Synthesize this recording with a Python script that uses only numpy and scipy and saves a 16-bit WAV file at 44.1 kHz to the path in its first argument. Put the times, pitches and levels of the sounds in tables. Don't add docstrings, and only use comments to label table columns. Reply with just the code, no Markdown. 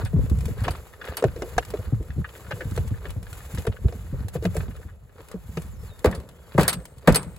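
import sys
import numpy as np
from scipy import signal
from scipy.fft import rfft, irfft, next_fast_len
from scipy.io import wavfile

SR = 44100
rng = np.random.default_rng(int(sys.argv[2]) if len(sys.argv) > 2 else 0)


def persist_wave(psi):
    counts = np.round(np.clip(psi, -1, 1) * 32767).astype(np.int16)
    wavfile.write(sys.argv[1], SR, np.atleast_2d(counts).T)


N = 325458
EVENT_S = np.arange(SR // 2) / SR

# start in seconds, relative level in dB, final pitch in Hz.
THUDS = [(0.03, -18.5, 95), (0.135, -13.5, 143), (0.16, -11.5, 84.6), (0.186, -11.5, 66.5),
         (0.234, -16, 103), (0.31, -11.5, 76), (0.457, -18.5, 77.6), (0.505, -23, 100), (0.612, -21.5, 107),
         (0.666, -22.5, 60.6), (0.779, -35.5, 63.4), (1.087, -26, 74), (1.241, -15, 121.5),
         (1.281, -27.5, 68), (1.564, -20.5, 55), (1.786, -23.5, 92), (1.87, -23.5, 62), (1.922, -12.5, 112),
         (1.995, -26, 52), (2.091, -27, 84.6), (2.157, -21.5, 86.5), (2.178, -18.5, 130), (2.404, -38, 98),
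         (2.473, -34.5, 107), (2.529, -28, 106), (2.651, -22.5, 100), (2.713, -20, 80), (2.783, -23, 80),
         (2.845, -27, 90), (2.909, -17, 101.3), (3.159, -20.5, 98.4), (3.536, -25, 110), (3.575, -20.5, 82),
         (3.676, -16, 100), (3.841, -18, 108.5), (3.946, -26.5, 68.5), (4.038, -28.5, 69.4),
         (4.125, -21, 124.6), (4.201, -24.5, 88.5), (4.244, -25, 93), (4.349, -24.5, 138.6),
         (4.448, -15, 171), (4.562, -28.5, 158), (4.596, -24, 73), (4.679, -23.5, 66), (4.85, -28.5, 69),
         (5.34, -27.5, 176), (5.485, -29, 70), (5.568, -23, 156.3), (5.64, -30, 61), (5.73, -33, 59),
         (6.062, -13.5, 74), (6.176, -27, 66.6), (6.547, -18.5, 130), (6.584, -12.5, 157.6),
         (6.757, -28.5, 170), (6.964, -39.5, 113), (7.082, -9, 68.6), (7.203, -40, 168), (7.262, -32, 161)]
# frequency in Hz, gain in dB.
SOIL_SPECTRUM = [(200, -73), (500, 6.5), (900, 8), (1650, 2), (3000, 3), (4600, -6), (7000, -23),
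                 (15000, -38)]


def stamps(level_db=-3, rise_cycles=0.73, rise_s=0.00092, grit_above_hz=2500, usual_grit_db=-21):
    # start in seconds, level in dB, grit in dB, decay time factor.
    stages = [(6.043, -11, -19, 0.59), (6.056, -11, -19.5, 0.5), (6.071, -21, -45, 0.99),
              (6.578, -5.5, -27, 0.65), (6.593, -8.5, -21.5, 0.51), (6.607, -15.5, -12, 1),
              (7.073, -1, -22, 0.77), (7.085, -10.5, -28, 1)]
    # band centre in Hz, gain in dB.
    spectrum = [(65, -24), (92, -26), (130, -10.5), (184, -9), (260, -16.5), (370, -9.5), (520, -7),
                (740, -13), (1500, -14), (2900, -23.5), (4200, -25), (5900, -32), (8400, -22.5),
                (16000, -28)]
    spectrum_hz, spectrum_db = np.transpose(spectrum)
    centres_hz = 65 * np.sqrt(2) ** np.arange(17)
    bands_db = np.interp(np.log(centres_hz), np.log(spectrum_hz), spectrum_db)
    settling = amp(-28) * decay(0.57)
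    out = np.zeros(N)
    for hz, band_db in zip(centres_hz, bands_db):
        rise = 1 - np.exp(-EVENT_S / (rise_cycles / hz + rise_s))
        base_t60_s = 0.092 * (1000 / hz) ** 0.066
        for start_s, db, grit_db, length in stages:
            envelope = rise ** 2 * (decay(base_t60_s * length) + settling)
            crush = band(crumbly(3.9, 418.3), hz / 2 ** 0.25, hz * 2 ** 0.25)
            treble_db = grit_db - usual_grit_db if hz > grit_above_hz else 0
            add(out, start_s, amp(db + level_db + band_db + treble_db) * shaped(crush, envelope))
    return out


def thuds(level_db=-4, glide=0.47, glide_s=0.0069, swell_s=0.013):
    out = np.zeros(N)
    for start_s, db, hz in THUDS:
        pitch_hz = hz * (1 + glide * np.exp(-EVENT_S / glide_s))
        tone = np.sin(2 * np.pi * (np.cumsum(pitch_hz) / SR + rng.random()))
        thump = shaped(tone, swell(swell_s) ** 2)
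        low_noise = shaped(band(crumbly(0.2, 120), 108, 234), swell(swell_s * 0.5))
        add(out, start_s, amp(db + level_db) * (thump + amp(-9) * low_noise))
    return out


def knocks(level_db=-4, usual_db=-18, usual_swell_s=0.0034):
    # start in seconds, level in dB, lower and upper note in Hz,
    # then relative levels of upper note, crunch and crack in dB.
    bumps = [(0.131, -26.5, 423, 640, -10, -29, -34), (0.189, -26, 390, 530, -8, -39, -34),
             (0.481, -26.5, 443, 645, -14, -19, -18), (0.68, -22, 473, 716, 1, 5, -16),
             (1.224, -13.5, 477, 647, -25, -12, -23), (1.24, -3.5, 475, 624, -5.5, -15.5, -25),
             (1.361, -26, 478, 650, -19, -13, -17), (1.42, -16.5, 410, 646, -14, -10, -15),
             (1.58, -16, 473, 710, 1.5, 5, -4.5), (1.737, -16.5, 436, 617, -8.5, -19, -31),
             (2.007, -32.5, 330, 423, -3.5, -30, -34), (2.177, -30, 323, 465, -9, -31, -36),
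             (2.510, -28, 595, 844, -3.5, -12, -13), (2.61, -27.5, 500, 665, -11, -16, -21),
             (2.775, -21.5, 461, 667, -7.5, -5, -17), (3.049, -30, 414, 600, -8, -19, -30),
             (3.582, -32.5, 497, 710, -18, -24, -1.5), (3.65, -28, 453, 690, -7, -11, -24),
             (3.67, -16.5, 455, 690, -20, -8, -39), (3.847, -26, 383, 484, -26, -33, -41),
             (3.885, -31.5, 470, 653, -13, -14, -24), (3.923, -30.5, 457, 710, -9, -10.5, -14.5),
             (4.136, -31.5, 400, 543, -6, -27, -29), (4.353, -21, 497, 684, -10.5, -28, -23),
             (4.424, -23.5, 452, 614, -21, -28, -17), (4.452, -18, 467, 657, -3.5, -6, -12),
             (4.552, -26, 435, 578, 0, -28, -34), (4.566, -23.5, 413, 730, -10, -12, -20),
             (4.63, -35, 453, 630, -13, -20, -21), (5.34, -28.5, 443, 550, -16, -32, -25),
             (5.571, -23.5, 433, 616, -15, -4, -12), (6.047, -7, 475, 613, -5, -33, -35),
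             (6.548, -28, 414, 553, -4, -16, -34), (7.157, -19, 460, 656, -18, -22, -30)]
    out = np.zeros(N)
    for start_s, db, lower_hz, upper_hz, upper_db, crunch_db, crack_db in bumps:
        swell_s = usual_swell_s * amp(0.15 * (usual_db - db))
        body = amp(-10) * shaped(band(crumbly(1.3, 242), 313, 520), swell(swell_s * 2.5))
        for hz, note_db in [(lower_hz, -2), (upper_hz, upper_db)]:
            body += amp(note_db) * shaped(sine(hz), swell(swell_s))
        crunch = shaped(band(crumbly(0.5, 450), 290, 1780), swell(swell_s * 0.7))
        crunch = shaft_ring(crunch, hollow_db=-27)
        crack = shaped(band(crumbly(1.0, 1250), 1200, 8500), swell(swell_s * 0.5))
        hit = body + amp(crunch_db) * crunch + amp(crack_db - 1) * crack
        add(out, start_s, amp(db + level_db) * hit)
    return out


def clinks(clash_db=-1, crunch_db=-10, flutter_db=7.5, settle_t60_s=1.3):
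    # start in seconds, level in dB, relative ring level in dB.
    jolts = [(0.05, -37, -1), (0.637, -38, -1), (0.7076, -33.5, -3), (1.1695, -25.5, -2), (6.15, -36.5, -6),
             (6.6796, -13, 3.5), (6.6941, -20, -17), (6.7292, -23, -6), (7.146, -16.5, -26),
             (7.158, -16, 6.5), (7.175, -48, -20)]
    # frequency in Hz, level in dB, T60 in seconds.
    metal_modes = [(4600, -20, .06), (8134, -35, .75), (8204, -21, .13), (8285, -25, .19), (8365, -17, .11),
                   (8425, -24, .23), (8490, -13, .11), (8570, -11, .09), (8823, -22, .07),
                   (9771, -20, .045), (10370, -19, .06), (11490, -17, .05)]
    # frequency in Hz, gain in dB.
    clash_spectrum = [(300, -28), (1400, 11), (2100, -19), (2800, 8), (3700, 5), (4600, 12), (5400, 2.5),
                      (6500, 2), (7500, 3), (8400, 10), (11000, 7), (12500, 4), (16000, -9)]
    clash_envelope = decay(0.048) + amp(-18) * decay(0.073)
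    unevenness_db = flutter_db * decay(settle_t60_s)
    out = np.zeros(N)
    for start_s, db, ring_db in jolts:
        clash = shaped(coloured(crumbly(1.0, 500), clash_spectrum), clash_envelope)
        crunch = shaped(band(crumbly(1.5, 474), 400, 2300), swell(0.0046))
        ring = np.zeros(len(EVENT_S))
        for hz, mode_db, t60_s in metal_modes:
            mode = amp(mode_db + rng.normal(0, 0.67)) * sine(hz) * decay(t60_s)
            ring += mode * amp(unevenness_db * drift(92, len(EVENT_S)))
        clink = amp(clash_db) * clash + amp(crunch_db) * crunch + amp(ring_db) * ring
        add(out, start_s, amp(db) * clink)
    return out


def scuffs(level_db=-2):
    # start in seconds, level in dB, swell time in seconds, relative shaft ring in dB.
    slips = [(0.054, -38, 0.0068, -6), (0.58, -43.5, 0.0088, 2), (0.640, -30, 0.0045, -6),
             (0.936, -41.5, 0.0026, 0), (1.011, -32.5, 0.0036, 3.5), (1.041, -35.5, 0.0033, -3),
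             (1.083, -36.5, 0.0023, 3), (1.102, -42, 0.0022, 6), (1.14, -42, 0.0036, -3),
             (1.281, -40, 0.0025, -4), (1.626, -37, 0.0021, -2), (2.104, -35.5, 0.001, 0),
             (2.243, -29.5, 0.0037, 24), (2.251, -36, 0.0018, 27), (2.289, -41.5, 0.0021, -14),
             (2.35, -42, 0.0025, 0), (2.465, -43, .003, 0), (2.508, -27, 0.0039, -1.5),
             (2.519, -34, 0.0028, 6), (2.605, -30.5, 0.005, 8), (2.938, -44.5, 0.0031, 15),
             (3.053, -33.5, 0.0029, 2), (3.267, -42.5, 0.0022, 1), (3.327, -42.5, 0.0025, 13),
             (3.404, -40.5, 0.0018, 1), (3.573, -36, 0.0032, -8), (3.717, -43, 0.0056, -18),
             (3.764, -39, 0.0022, 5), (3.883, -37, 0.0015, -8), (4.566, -37, 0.0025, 7),
             (4.603, -35, 0.0021, -6), (4.68, -46, 0.0023, -11), (4.707, -46.5, 0.0036, -1),
             (4.767, -51, 0.0047, 12), (4.826, -48, 0.0034, 19), (4.88, -50, 0.0077, 17),
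             (5.093, -55.5, 0.0029, 2), (5.574, -46, 0.0015, -2), (6.125, -29.5, 0.0022, 24),
             (6.631, -34, 0.015, 8)]
    out = np.zeros(N)
    for start_s, db, swell_s, hollow_db in slips:
        slip = shaped(coloured(crumbly(4.5, 640), SOIL_SPECTRUM), swell(swell_s))
        add(out, start_s, amp(db + level_db) * shaft_ring(slip, hollow_db))
    return out


def shaft_ring(contact, hollow_db, spread_octaves=0.022):
    # frequency in Hz, level in dB, T60 in seconds.
    shaft_modes = [(1213, 7.5, 0.022), (1500, 11.5, 0.021), (1697, 11, 0.043), (1886, -10.5, 0.093),
                   (2630, -22.5, 0.5), (3500, -11, 0.027)]
    detune = 2 ** (spread_octaves * rng.standard_normal())
    response = sum(amp(db) * np.cos(2 * np.pi * hz * detune * EVENT_S) * decay(t60_s)
                   for hz, db, t60_s in shaft_modes)
    hollow = band(signal.fftconvolve(contact, response)[:len(contact)], 890, 4500) * contact.std()
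    return (contact + amp(hollow_db) * hollow) / np.hypot(1, amp(hollow_db))


def ticks(level_db=-2, swell_s=0.0017, tail_db=-20, tail_t60_s=0.15):
    # start in seconds, level in dB.
    snaps = [(0.297, -36), (0.386, -40.5), (0.407, -37), (0.455, -32.5), (0.604, -41), (1.051, -39.5),
             (1.649, -38), (1.703, -35), (2.027, -48), (2.71, -40), (2.762, -34), (2.776, -35.5),
             (2.876, -41), (3.104, -36.5), (3.228, -41), (3.328, -36), (3.547, -35), (3.667, -32.5),
             (4.283, -35), (4.566, -28), (4.764, -46), (5.285, -43), (5.314, -38.5), (5.619, -38.5),
             (5.991, -42.5), (6.112, -36), (6.2, -44.5), (6.289, -43), (6.599, -29), (6.631, -21.5),
             (6.853, -36), (6.982, -46), (7.123, -26), (7.229, -36), (7.362, -45)]
    # frequency in Hz, gain in dB.
    spectrum = [(500, 13.3), (2000, 11.7), (4300, 9.4), (6000, 4.5), (8000, 13), (12000, 7.7), (16000, 0.5)]
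    envelope = np.e * swell(swell_s) + amp(tail_db) * decay(tail_t60_s)
    out = np.zeros(N)
    for start_s, db in snaps:
        snap = shaped(coloured(crumbly(0.4, 730), spectrum), envelope)
        add(out, start_s, amp(db + level_db) * snap)
    return out


def rustle(rub_db=2, steady_scrape_db=-3):
    # time in seconds, steady rustle level in dB.
    effort_curve = [(0, -57.5), (0.75, -51), (0.93, -57.5), (1.3, -54.5), (1.8, -55), (1.97, -58),
                    (2.27, -56), (2.9, -55.5), (3.18, -58), (3.5, -58), (3.8, -62), (4.83, -56.5),
                    (4.97, -69), (5.13, -65.5), (5.2, -58.5), (5.45, -63), (6.0, -56.5), (6.38, -63.5),
                    (7.38, -60.5)]
    # frequency in Hz, gain in dB.
    rub_spectrum = [(150, -21), (300, -8), (460, 6), (650, -6), (900, -25), (2000, -35.5)]
    scrape_spectrum = [(400, 8), (850, 8), (1300, 12.5), (1750, 6), (2600, -4.5), (3600, -7.5),
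                       (4600, -4.5), (6000, -31), (12000, -36)]
    cloth_spectrum = [(1000, 13), (3000, 6.5), (4600, 1.5), (5800, -0.5), (7300, 9.5), (8400, 2.5),
                      (9600, 6.5), (12000, 8), (15500, 1)]
    effort = amp(per_sample(effort_curve)[0])
    jacket, boot = body_shifts()
    rub = friction(rub_spectrum, rough_db=5.5, clumps_per_s=50, grains_per_s=34, grain_db=-3.5)
    scrape = friction(scrape_spectrum, rough_db=3, clumps_per_s=110, grains_per_s=36, grain_db=-2)
    scrape += crumbs()
    cloth = friction(cloth_spectrum, rough_db=2, clumps_per_s=79, grains_per_s=23, grain_db=-11.5)
    return (amp(rub_db) * np.hypot(effort, boot) * rub
            + np.hypot(amp(steady_scrape_db) * effort, boot) * scrape
            + np.hypot(effort, jacket) * cloth)


def body_shifts(rise=0.6, fall=0.57):
    # peak time in seconds, half length in seconds, jacket level in dB, boot level in dB.
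    shifts = [(-0.008, 0.069, -48, -37.5), (0.243, 0.058, -49.5, -54), (0.485, 0.13, -50, -59),
              (0.685, 0.16, -67, -44), (1.095, 0.09, -52, -43.5), (1.197, 0.031, -48, -40),
              (1.48, 0.31, -51.5, -52), (1.767, 0.2, -53, -49), (2.365, 0.12, -51, -55),
              (2.578, 0.27, -50.5, -52), (2.815, 0.24, -52.5, -56), (3.086, 0.1, -54.5, -50),
              (3.377, 0.19, -48.5, -74), (3.57, 0.19, -46, -64), (3.948, 0.34, -54, -61.5),
              (4.185, 0.12, -56.5, -51), (4.355, 0.027, -42.5, -43), (4.449, 0.037, -45, -45),
              (4.58, 0.14, -48, -50), (4.698, 0.028, -50, -76), (5.202, 0.033, -67, -49.5),
              (5.321, 0.058, -75, -52), (5.57, 0.23, -51.5, -76), (5.85, 0.11, -52.5, -73),
              (6.15, 0.083, -64, -50.5), (6.577, 0.24, -54, -55), (6.683, 0.14, -60, -40.5),
              (7.155, 0.13, -63, -38.5)]
    jacket_power, boot_power = np.zeros((2, N))
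    for peak_s, half_s, jacket_db, boot_db in shifts:
        start_s = max(0, peak_s - 0.25)
        offset_s = EVENT_S + start_s - peak_s
        width_s = half_s * np.where(offset_s < 0, rise, fall)
        bell = np.exp(-2 * (offset_s / width_s) ** 2)
        add(jacket_power, start_s, amp(jacket_db) ** 2 * bell)
        add(boot_power, start_s, amp(boot_db) ** 2 * bell)
    return np.sqrt(jacket_power), np.sqrt(boot_power)


def friction(spectrum, rough_db, clumps_per_s, grains_per_s, grain_db, grain_s=0.0016):
    grains = impulses(grains_per_s, spread_db=3.5, cap_db=10.5)
    envelope = signal.lfilter([1], [1, -np.exp(-1 / (grain_s * SR))], grains + 1e-18)
    snaps = rms_one(envelope * rng.standard_normal(N))
    hiss = rms_one(crumbly(rough_db, clumps_per_s, size=N))
    return rms_one(coloured(hiss + amp(grain_db) * snaps, spectrum))


def crumbs(level_db=-0.5, breaks_per_s=34, swell_s=0.0018):
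    breaks = impulses(breaks_per_s, spread_db=2.5, cap_db=5)
    envelope = signal.fftconvolve(breaks, np.e * swell(swell_s))[:N]
    return amp(level_db) * envelope * rms_one(coloured(crumbly(2.0, 700, size=N), SOIL_SPECTRUM))


def hole(sound, echo_swell_s=0.004):
    # frequency in Hz, gain in dB, T60 in seconds.
    air_modes = [(176, -7.5, 0.095), (277, -10.5, 0.094), (506, -19, 0.086), (930, -7.5, 0.11),
                 (1910, -7, 0.061)]
    # frequency in Hz, gain in dB.
    scatter_spectrum = [(70, -18), (190, -7), (235, -20), (1200, -14), (2600, -4), (5200, -4), (7000, -11),
                        (15000, -11)]
    echo = rng.standard_normal(len(EVENT_S)) * swell(echo_swell_s)
    side = coloured(signal.fftconvolve(sound, echo / np.linalg.norm(echo))[:N], scatter_spectrum)
    ring = sum(amp(db) * np.cos(2 * np.pi * hz * EVENT_S) * decay(t60_s) * 2 / decay(t60_s).sum()
               for hz, db, t60_s in air_modes)
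    return sound + signal.fftconvolve(sound, ring)[:N] + side * [[1], [-1]]


def buffeting(side_db=-8, aftershake_db=-9.5, aftershake_s=0.017):
    # time in seconds, relative level in dB.
    level_curve = [(0, -32), (0.25, -25), (0.6, -29), (0.85, -50.5), (1.2, -48), (1.3, -38), (2.15, -40),
                   (2.38, -48.5), (2.6, -40), (2.8, -32), (3.3, -43), (3.6, -39), (4.0, -38.5), (4.4, -31),
                   (4.72, -33.5), (5.0, -51.5), (5.3, -49.5), (5.6, -37.5), (6.0, -44.5), (6.42, -54),
                   (7.38, -47)]
    # frequency in Hz, gain in dB.
    spectrum = [(20, -36), (40, 3), (62, 11), (110, 3.5), (180, -3.5), (280, -24.5), (600, -74)]
    power = amp(per_sample(level_curve)[0] + 1) ** 2
    for start_s, db, _ in THUDS:
        add(power, start_s, (amp(db + aftershake_db) * np.e * swell(aftershake_s)) ** 2)
    mid, side = (rms_one(coloured(crumbly(4.8, 24, size=N), spectrum)) for _ in range(2))
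    return np.sqrt(power) * (mid + amp(side_db) * side * [[1], [-1]])


def bird():
    # time in seconds, pitch in Hz, level in dB.
    whistles = [
        [(5.70, 7740, -67), (5.735, 7000, -58), (5.77, 5320, -72), (5.82, 5330, -66), (5.85, 4980, -68),
         (5.91, 3710, -56), (5.975, 3660, -70), (6.0, 3700, -83)],
        [(6.33, 3005, -67), (6.40, 3350, -68), (6.47, 3200, -71), (6.52, 3150, -82)],
    ]
    wavers = [0.00304, 0.02]
    time_s = np.arange(N) / SR
    out = np.zeros(N)
    for whistle, waver in zip(whistles, wavers):
        hz, db = per_sample(whistle)
        sounding = (time_s > whistle[0][0]) & (time_s < whistle[-1][0])
        pitch_hz = hz * (1 + waver * drift(310, N))
        out += sounding * amp(db) * np.sin(2 * np.pi * np.cumsum(pitch_hz) / SR)
    return out


def still_air(level_db=-63):
    # frequency in Hz, gain in dB.
    spectrum = [(18, 8), (30, 8), (132, -13), (234, 8), (680, 8.5), (5580, -42)]
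    return amp(level_db) * np.array([rms_one(coloured(rng.standard_normal(N), spectrum)) for _ in range(2)])


def amp(db):
    return 10 ** (np.asarray(db) / 20)


def rms_one(x):
    return x / np.sqrt(np.mean(x ** 2) + 1e-20)


def per_sample(curve):
    times_s, *columns = np.transpose(curve)
    return [np.interp(np.arange(N) / SR, times_s, column) for column in columns]


def coloured(x, spectrum):
    hz, db = np.transpose(spectrum)
    bins_hz = np.fft.rfftfreq(len(x), 1 / SR)
    return irfft(rfft(x) * amp(np.interp(np.log(bins_hz + 1), np.log(hz), db)), len(x))


def band(x, low_hz, high_hz):
    edges_hz = [low_hz, min(high_hz, SR * 0.45)]
    return rms_one(signal.sosfilt(signal.butter(2, edges_hz, "band", fs=SR, output="sos"), x))


def sine(hz):
    return np.sin(2 * np.pi * (hz * EVENT_S + rng.random()))


def drift(knots_per_s, size):
    knots = rng.standard_normal(4096)
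    return np.interp(np.arange(size) * knots_per_s / SR, np.arange(len(knots)), knots)


def crumbly(rough_db, clumps_per_s, size=SR // 2):
    return rng.standard_normal(size) * amp(rough_db * drift(clumps_per_s, size))


def impulses(per_s, spread_db, cap_db):
    sizes_db = np.minimum(spread_db * rng.exponential(1, N), cap_db)
    return amp(sizes_db) * (rng.random(N) < per_s / SR)


def shaped(x, envelope):
    envelope = envelope / envelope.max()
    return rms_one(x * envelope) * np.sqrt(np.mean(envelope ** 2))


def swell(rise_s):
    progress = EVENT_S / max(rise_s, 0.0005)
    return progress * np.exp(-progress)


def decay(t60_s):
    return amp(-60 * EVENT_S / t60_s)


def add(out, start_s, sound):
    start = max(0, round(start_s * SR))
    out[start:start + len(sound)] += sound[:N - start]


def scene(pan_db=0.46):
    contacts = thuds() + knocks() + scuffs() + ticks() + stamps() + clinks()
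    in_hole = hole(contacts + rustle() + bird())
    return in_hole * amp([[pan_db], [-pan_db]]) + still_air() + buffeting()


def record(dry, ceiling=1.1, cutoff_hz=15900):
    # frequency in Hz, lead of left over right in radians.
    port_phase = [(0, 0), (1600, .1), (2300, 1.2), (2850, 3.0), (3700, .9), (4600, .4), (5300, 1.6),
                  (6600, .2), (7400, -.4), (9100, -3.1), (11000, -6.1), (11750, -6.4), (13200, -9.3),
                  (13900, -9.5), (15400, -12.4)]
    size = next_fast_len(N + 2048)
    lead_rad = np.interp(np.fft.rfftfreq(size, 1 / SR), *np.transpose(port_phase))
    ports = irfft(rfft(dry, size) * np.exp(0.5j * lead_rad * [[1], [-1]]), size)[:, :N]
    rounded = ceiling * np.tanh(ports / ceiling)
    return signal.sosfilt(signal.ellip(10, 0.2, 70, cutoff_hz, fs=SR, output="sos"), rounded)


dry = scene()
out = record(dry)
persist_wave(out)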